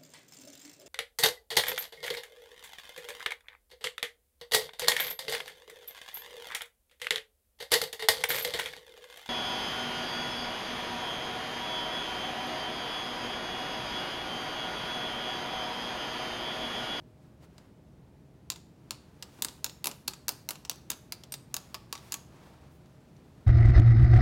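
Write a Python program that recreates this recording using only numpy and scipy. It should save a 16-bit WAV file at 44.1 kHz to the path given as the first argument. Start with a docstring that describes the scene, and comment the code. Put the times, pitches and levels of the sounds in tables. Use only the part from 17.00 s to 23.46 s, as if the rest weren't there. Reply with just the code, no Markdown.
"""Steel forceps tap a hand-held plastic syringe and valve manifold about five times a second, in a quiet room.
Each contact is a burst of noise through short-lived plastic modes; harder ones crack shorter with less knock.
The loose forceps bounce, chatter and ring as decaying sines and sprays of tiny impulses.
A gown rustles now and then as shaped noise, over the low noise and wavering tones of the ventilation."""
import sys
import numpy as np
from scipy import signal
from scipy.fft import rfft, irfft
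from scipy.io import wavfile
from scipy.ndimage import uniform_filter1d

SR = 44100
rng = np.random.default_rng(int(sys.argv[2]) if len(sys.argv) > 2 else 0)


def generate_wav(sig):
    """Save sig (samples, or channels by samples) to the path in sys.argv[1] as 16-bit PCM at SR."""
    pcm = np.round(np.clip(np.atleast_2d(sig).T, -1, 1) * 32767).astype(np.int16)
    wavfile.write(sys.argv[1], SR, pcm)


N = 285030
TIME = np.arange(N) / SR
T = TIME[:SR // 2]  # time axis of one decaying response [s]
TOP_HZ = 16000
# registers of a blow, from the whole body's knock up to the snap at the tip: (low [Hz], high [Hz])
KNOCK_HZ, CLACK_HZ, CLICK_HZ, SNAP_HZ = (200, 1500), (1500, 3600), (3600, 8000), (8000, 17000)


def undb(db):
    """Level to amplitude: 20 dB is a factor of ten."""
    return 10 ** (np.asarray(db) / 20)


def fade(t60):
    """Exponential damping: the amplitude loses 60 dB in t60 seconds."""
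    return np.exp(-np.log(1000) * T / t60)


def unit(x):
    """Normalization to unit energy, the sum of squares."""
    return x / np.sqrt(np.sum(x ** 2))


def band(x, edges):
    """Causal band-pass filtering between two edges in Hz."""
    return signal.sosfilt(signal.butter(3, edges, "bandpass", fs=SR, output="sos"), x)


def noise(points):
    """Spectral shaping: white noise weighted by (frequency [Hz], level [dB]) points, scaled to rms 1."""
    hz, db = np.transpose(points)
    f = np.maximum(np.fft.rfftfreq(N, 1 / SR), 1)
    gain = undb(np.interp(np.log(f), np.log(hz), db))
    x = irfft(rfft(rng.standard_normal(N)) * gain, N)
    return x / x.std()


def walk(rate):
    """Low-pass random drift: steps at `rate` Hz smoothed twice, with a spread near 1."""
    k = int(SR / rate)
    steps = np.repeat(rng.standard_normal(N // k + 1), k)
    return 1.3 * uniform_filter1d(uniform_filter1d(steps, k), k)[:N]


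def add(track, s, x):
    """Superposition: mix x into the track from second s."""
    i = int(s * SR)
    track[i:i + len(x)] += x[:N - i]


def along(table, at):
    """Linear interpolation of a table's other columns at a value of its first."""
    first, *columns = np.transpose(table)
    return [np.interp(at, first, column) for column in columns]


def ventilation(waver_db=2, drift_rad=0.59):
    """Broadband duct noise plus fan and motor tones whose amplitude and phase drift slowly."""
    # steady duct rumble: (frequency [Hz], relative level per Hz [dB])
    duct_spectrum = [(15, -79), (25, -37), (53, -8), (97, -7), (134, -2), (212, -8.5), (363, -13.5),
                     (405, -16), (531, -19.5), (575, -21.5), (624, -21.5), (695, -23.5), (863, -25),
                     (1190, -32), (16000, -51.5)]
    # fan and motor tones: (frequency [Hz], rms level before waver [dB])
    fan_tones = [(73, -69), (134, -76), (623, -77.5)]
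    tones = np.zeros(N)
    for hz, db in fan_tones:
        level = undb(db + waver_db * walk(4.1))
        phase = 2 * np.pi * hz * TIME + drift_rad * walk(6)
        tones += level * np.sqrt(2) * np.sin(phase)
    return noise(duct_spectrum) * undb(-55.36) + tones


def gown(grain_db=1.0):
    """Friction noise: fabric slides in small uneven catches, a steady whisper and brushes that swell and fade."""
    # cloth friction: (frequency [Hz], relative level per Hz [dB])
    cloth_spectrum = [(300, 1.5), (900, 3.5), (2200, -5.5), (4500, -10), (8000, -15.5), (15000, -21)]
    # brushes of the sleeve: (time of the height [s], time from there to -17 dB [s], level at the height [dB],
    # brightness [dB per octave])
    brushes = [(0.252, 0.076, -69, 0), (0.438, .035, -59.5, .5), (0.6, 0.16, -66, -0.5),
               (2.42, 0.24, -60.5, 2), (4.687, 0.22, -64.5, 1.5), (5.082, 0.19, -58, 1.5),
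               (5.45, 0.22, -58.5, -0.5), (5.648, 0.085, -60.5, -1.5), (5.745, 0.065, -71, 8),
               (6.44, 0.12, -68, -0.5)]
    # the sleeve keeps whispering once the arm is at work
    work_from_s, work_rise_s, work_db = 1.58, 0.37, -68.5
    out = noise(cloth_spectrum) * undb(work_db) * np.clip((TIME - work_from_s) / work_rise_s, 0, 1)
    for s, length, db, tilt_db in brushes:
        brush = noise([(hz, level + tilt_db * np.log2(hz)) for hz, level in cloth_spectrum])
        swell = np.exp(-2 * ((TIME - s) / length) ** 2)
        out += undb(db) * brush * swell
    return out * undb(grain_db * walk(90))


def blows(second_knock_db=1.5, steel_db=-36):
    """Repeated impact: yields both contacts of each stroke, and the light ticks.

    Yields (time [s], strength [dB], extra knock [dB], extra snap [dB], struck spot [Hz], steel ring [dB]). A
    second contact shakes the body more; steel_db sets the ring of a second contact or tick against its
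    strength."""
    # strokes of the forceps, each two contacts: mostly a blow and its bounce, sometimes a light graze and then
    # the full blow: # (time [s], strength [dB], extra knock [dB], extra snap [dB], struck spot [Hz], steel ring
    # [dB], # delay of the second contact [s], second contact against the first [dB], spot hit by the second
    # contact [Hz])
    strokes = [(1.5014, -29, -2, -2.5, 7080, -64, 0.018, -12.5, 3900),
               (1.9077, -32.5, 1, -3.5, 4350, -59, .0107, -15.5, 4340),
               (2.225, -39, -3, -8, 4930, -66, 0.0024, -7, 7660),
               (2.422, -27, 0.5, 3, 6920, -60, 0.025, -3.5, 8500),
               (2.6438, -26.5, 1, 0.5, 6770, -55, 0.019, -14.5, 3800),
               (2.8427, -32.5, 3.5, 4.5, 2550, -62, 0.014, -1.5, 10500),
               (2.8704, -30, 7.5, 5.5, 10100, -61, 0.0073, -19, 13000),
               (3.0773, -38, 2, 0.5, 2910, -65, .0024, 10, 4500),
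               (3.282, -28.5, 3, 2.5, 6230, -56, 0.0088, 0.5, 4800),
               (3.489, -32, 1.5, 3, 5900, -69, 0.018, -4.5, 11300),
               (3.6962, -28, 0.5, 0, 5790, -47, .0174, -16, 8050),
               (3.9, -42.5, 0, 3, 1560, -70, .0024, 13, 6560),
               (3.916, -37.5, 1, -5, 2820, -75, .015, -10, 4500),
               (4.122, -34, -4, -1, 4600, -52, .003, -9.5, 4500),
               (4.3217, -41, -3.5, -3.5, 8800, -35, 0.018, 4, 3720),
               (4.542, -29, -2, 0, 6670, -69, .024, -4.5, 6850),
               (4.744, -37.5, 2, -5, 4930, -66, .0047, -3.5, 5000),
               (4.9268, -33.5, 2, -2, 7030, -86.5, 0.026, -9.5, 5800),
               (5.1214, -32, -5.5, 1.5, 7000, -67, 0.0065, -9.5, 7200),
               (5.1411, -32.5, -1.5, -1, 6600, -63, .0045, -13, 7900)]
    # loose forceps drop back against the fingers or graze a fitting:
    # (time [s], strength [dB], extra knock [dB], struck spot [Hz])
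    light_ticks = [(.5808, -55, 7.5, 4900), (1.5593, -50, 2, 3640), (2.3889, -66.5, 21, 3200),
                   (2.4846, -42, -2, 3600), (2.6957, -46, -1, 4170), (2.9134, -43, -4, 7400),
                   (3.1349, -44.5, 0, 7350), (3.5556, -49.5, 4, 2700), (3.65, -44, 1, 5530),
                   (4.2362, -48, 0, 3360), (4.9771, -49.5, -9, 3650), (5.858, -69, 0, 4630),
                   (6.166, -67.5, 1, 5860)]
    for s, db, knock_db, snap_db, spot_hz, ring_db, after_s, second_rel_db, second_hz in strokes:
        yield s, db, knock_db, snap_db, spot_hz, ring_db
        second_db = db + second_rel_db
        yield s + after_s, second_db, knock_db + second_knock_db, snap_db, second_hz, second_db + steel_db
    for s, db, knock_db, spot_hz in light_ticks:
        yield s, db, knock_db, 0, spot_hz, db + steel_db


def hardness(db):
    """Contact stiffness: strength sets the knock, clack and snap levels and the length of the crack."""
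    # contact character: (strength [dB], knock [dB], clack [dB], snap [dB], crack t60 [s]),
    # knock, clack and snap being against the click
    stiffness = [(-40.5, -10, -4.5, -11.5, 0.029), (-39, -10, -4.5, -0.5, 0.03),
                 (-33.5, -12.5, -6, -3.5, 0.012), (-27, -18, -10.5, -4.5, 0.012)]
    knock, clack, snap, t60 = along(stiffness, db)
    return db + knock, db + clack, db + snap, t60


def ring(modes, scatter_db, detune):
    """Modal synthesis: decaying sines; the place of the blow and the grip change their strength and pitch."""
    hz, db, t60 = np.transpose(modes)[:, :, None]
    strength, pitch, side = rng.standard_normal((3, len(modes), 1))
    amplitude = np.sign(side) * undb(db + scatter_db * strength)
    waves = np.sin(2 * np.pi * hz * (1 + detune * pitch) * T)
    return np.sum(amplitude * fade(t60) * waves, axis=0)


def crack(t60, rise_s):
    """Friction burst: steel skids on plastic for a few milliseconds, as noise with a fast rise and decay."""
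    return unit(rng.standard_normal(len(T)) * fade(t60) * (1 - np.exp(-T / rise_s)))


def contact(click_db, knock_db, clack_db, snap_db, spot_hz, t60,
            plastic_db=-2, spot_db=-6, spot_t60=0.0067, knock_lag_s=0.001073):
    """Impact excitation: crack, plastic modes and struck spot; the whole body knocks a moment later."""
    # manifold and syringe: (frequency [Hz], relative level [dB], t60 [s])
    plastic_modes = [(291, -0.5, 0.031), (630, -10.5, 0.02), (935, 5, 0.03), (1342, 3, 0.017),
                     (1624, 4.5, 0.022), (2752, 10.5, 0.013), (3770, -1, 0.027), (4360, 3.5, 0.014),
                     (4894, 10, 0.0067), (5956, -0.5, 0.024), (6956, 6, 0.013), (8900, -2, 0.0053),
                     (9650, -4, 0.022), (11200, 12.5, 0.0059), (12940, 17.5, 0.0016)]
    spot = unit(fade(spot_t60) * np.sin(2 * np.pi * spot_hz * T))
    plastic = unit(ring(plastic_modes, scatter_db=2, detune=.01))
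    blow = crack(t60, rise_s=0.00024) + undb(plastic_db) * plastic + undb(spot_db) * spot
    # each register gets its own level
    knock = np.interp(T - knock_lag_s, T, unit(band(blow, KNOCK_HZ)), left=0)
    out = undb(knock_db) * knock
    for db, edges in ((click_db, CLICK_HZ), (clack_db, CLACK_HZ), (snap_db, SNAP_HZ)):
        out += undb(db) * unit(band(blow, edges))
    return out


def scattered(blow, blur_hz=600, size=2048):
    """Directional averaging: radiated in all directions together, a blow's fine peaks and notches even out."""
    power = np.abs(rfft(blow[:size], size)) ** 2
    power = uniform_filter1d(power, max(int(blur_hz * size / SR), 1))
    # zero-phase pulse, shifted so that both its sides are kept
    pulse = np.roll(irfft(np.sqrt(np.abs(power)), size), size // 32)[:size // 16]
    return band(pulse, (KNOCK_HZ[0], SNAP_HZ[1]))


def chatter(count=70, earliest_s=.003, spread_s=.008, db=-13, scatter_db=3):
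    """Random impulse train: a thinning spray of tiny blows as the loose hinge and valve handles rattle."""
    when = np.minimum(earliest_s + spread_s * rng.exponential(size=count), T[-1])
    impulses = np.zeros(len(T))
    strength = undb(scatter_db * rng.standard_normal(count))
    impulses[(when * SR).astype(int)] = rng.choice([-1, 1], count) * strength
    return undb(db) * unit(impulses)


def barrel(s):
    """Damped resonance: hollow note of the syringe barrel, as the grip allows at second s."""
    # the hand damps the barrel until the grip loosens: (time [s], barrel ring over the knock [dB])
    grip_damping = [(4.3, -23), (4.55, 0.5), (4.75, 5), (5.15, -2)]
    db, = along(grip_damping, s)
    return undb(db) * unit(fade(0.077) * np.sin(2 * np.pi * 1135 * T))


def thud():
    """Damped low-band noise: dull push of the manifold against the gloved hand."""
    return unit(band(rng.standard_normal(len(T)) * fade(0.046), (165, 393)))


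def fitting(hz, width=0.073, t60=0.051):
    """Dense modal cluster: the struck fitting sings on briefly, as decaying narrow-band noise."""
    edges = (hz / (1 + width), hz * (1 + width))
    return unit(band(rng.standard_normal(len(T)), edges) * fade(t60))


def tapping(fitting_db=-17, thud_db=-16.5, clack_share=.4, contact_s=.006):
    """Superposed impacts and their resonances: as sent to the microphone, and into the room."""
    # forceps shanks and finger loops, in close pairs and damped by the fingers:
    # (frequency [Hz], relative level [dB], t60 [s])
    steel_modes = [(4820, -18, .2), (5700, -11, .05), (5860, -10, .04), (7930, -20, .22), (8600, -1, .035),
                   (8700, -12, .13), (8840, 0, .04), (12230, -1, .035), (12400, -6, .035),
                   (15300, -3, .018)]
    direct, spread, after = np.zeros((3, N))
    for s, db, more_knock_db, more_snap_db, spot_hz, steel_db in blows():
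        knock_db, clack_db, snap_db, t60 = hardness(db)
        knock_db += more_knock_db
        clack_db += clack_share * more_knock_db  # part of the extra knock also lifts the clack
        blow = contact(db, knock_db, clack_db, snap_db + more_snap_db, spot_hz, t60)
        pulse = scattered(blow)
        add(direct, s, blow)
        add(spread, s, pulse)
        add(after, s, np.convolve(pulse, chatter()))
        # a squarely landed blow, with more knock, thuds more strongly still
        push = undb(more_knock_db + thud_db) * thud()
        add(after, s, undb(knock_db) * (barrel(s) + push))
        add(after, s, undb(db + fitting_db) * fitting(spot_hz))
        add(after, s, undb(steel_db) * unit(ring(steel_modes, scatter_db=1.5, detune=.002)))
    # unit energy becomes unit rms over one contact
    return np.sqrt(contact_s * SR) * np.array([direct + after, spread + after])


def room_response(first_s=0.0035, early_t60=0.036, build_s=0.0066):
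    """Reverberation: quick reflections from table and people, then a soft tail that dies at its own rate by band."""
    # the room's answer: (band centre [Hz], early reflections [dB], reverberation [dB], t60 [s])
    room_bands = [(244, -12.5, 2, 0.24), (990, -7.5, -6.5, 0.27), (2150, -16, -14, 0.39),
                  (4000, -16, -15.5, 0.43), (7920, -17, -18, 0.42), (14100, -24, -21.5, 0.48)]
    centres = np.array(room_bands)[:, 0]
    edges = np.r_[centres[0] / 2, np.sqrt(centres[1:] * centres[:-1]), TOP_HZ]
    response = np.zeros(len(T))
    for (_, early_db, late_db, t60), lo, hi in zip(room_bands, edges, edges[1:]):
        early, late = band(rng.standard_normal((2, len(T))), (lo, hi)) * (T > first_s)
        early = undb(early_db) * unit(early * fade(early_t60))
        late = undb(late_db) * unit(late * fade(t60) * (1 - np.exp(-T / build_s)))
        # weighting by bandwidth makes the levels mean gains within the band
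        response += np.sqrt(2 * (hi - lo) / SR) * (early + late)
    return response


def room(x, count=16):
    """Time-varying convolution: hands and arms move, so each stretch meets its own pattern of reflections."""
    wet = np.zeros(N)
    for stretch in np.array_split(np.arange(N), count):
        add(wet, TIME[stretch[0]], signal.fftconvolve(x[stretch], room_response()))
    return wet


def first_echo(x, delay_s=.0075, db=-21.5):
    """Specular reflection: one clear delayed copy from the nearest hard surface."""
    return undb(db) * np.roll(x, int(delay_s * SR))


def scene():
    """Superposition of taps, their first echo and their room over gown and ventilation."""
    near, into_room = tapping()
    taps = near + first_echo(into_room) + room(into_room)
    return (taps + gown() + ventilation())[None]


def record(dry):
    """Band limitation: the recorder cuts the top with a steep low-pass."""
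    return signal.sosfilt(signal.ellip(8, .2, 70, TOP_HZ, fs=SR, output="sos"), dry)


dry = scene()
out = record(dry)
generate_wav(out)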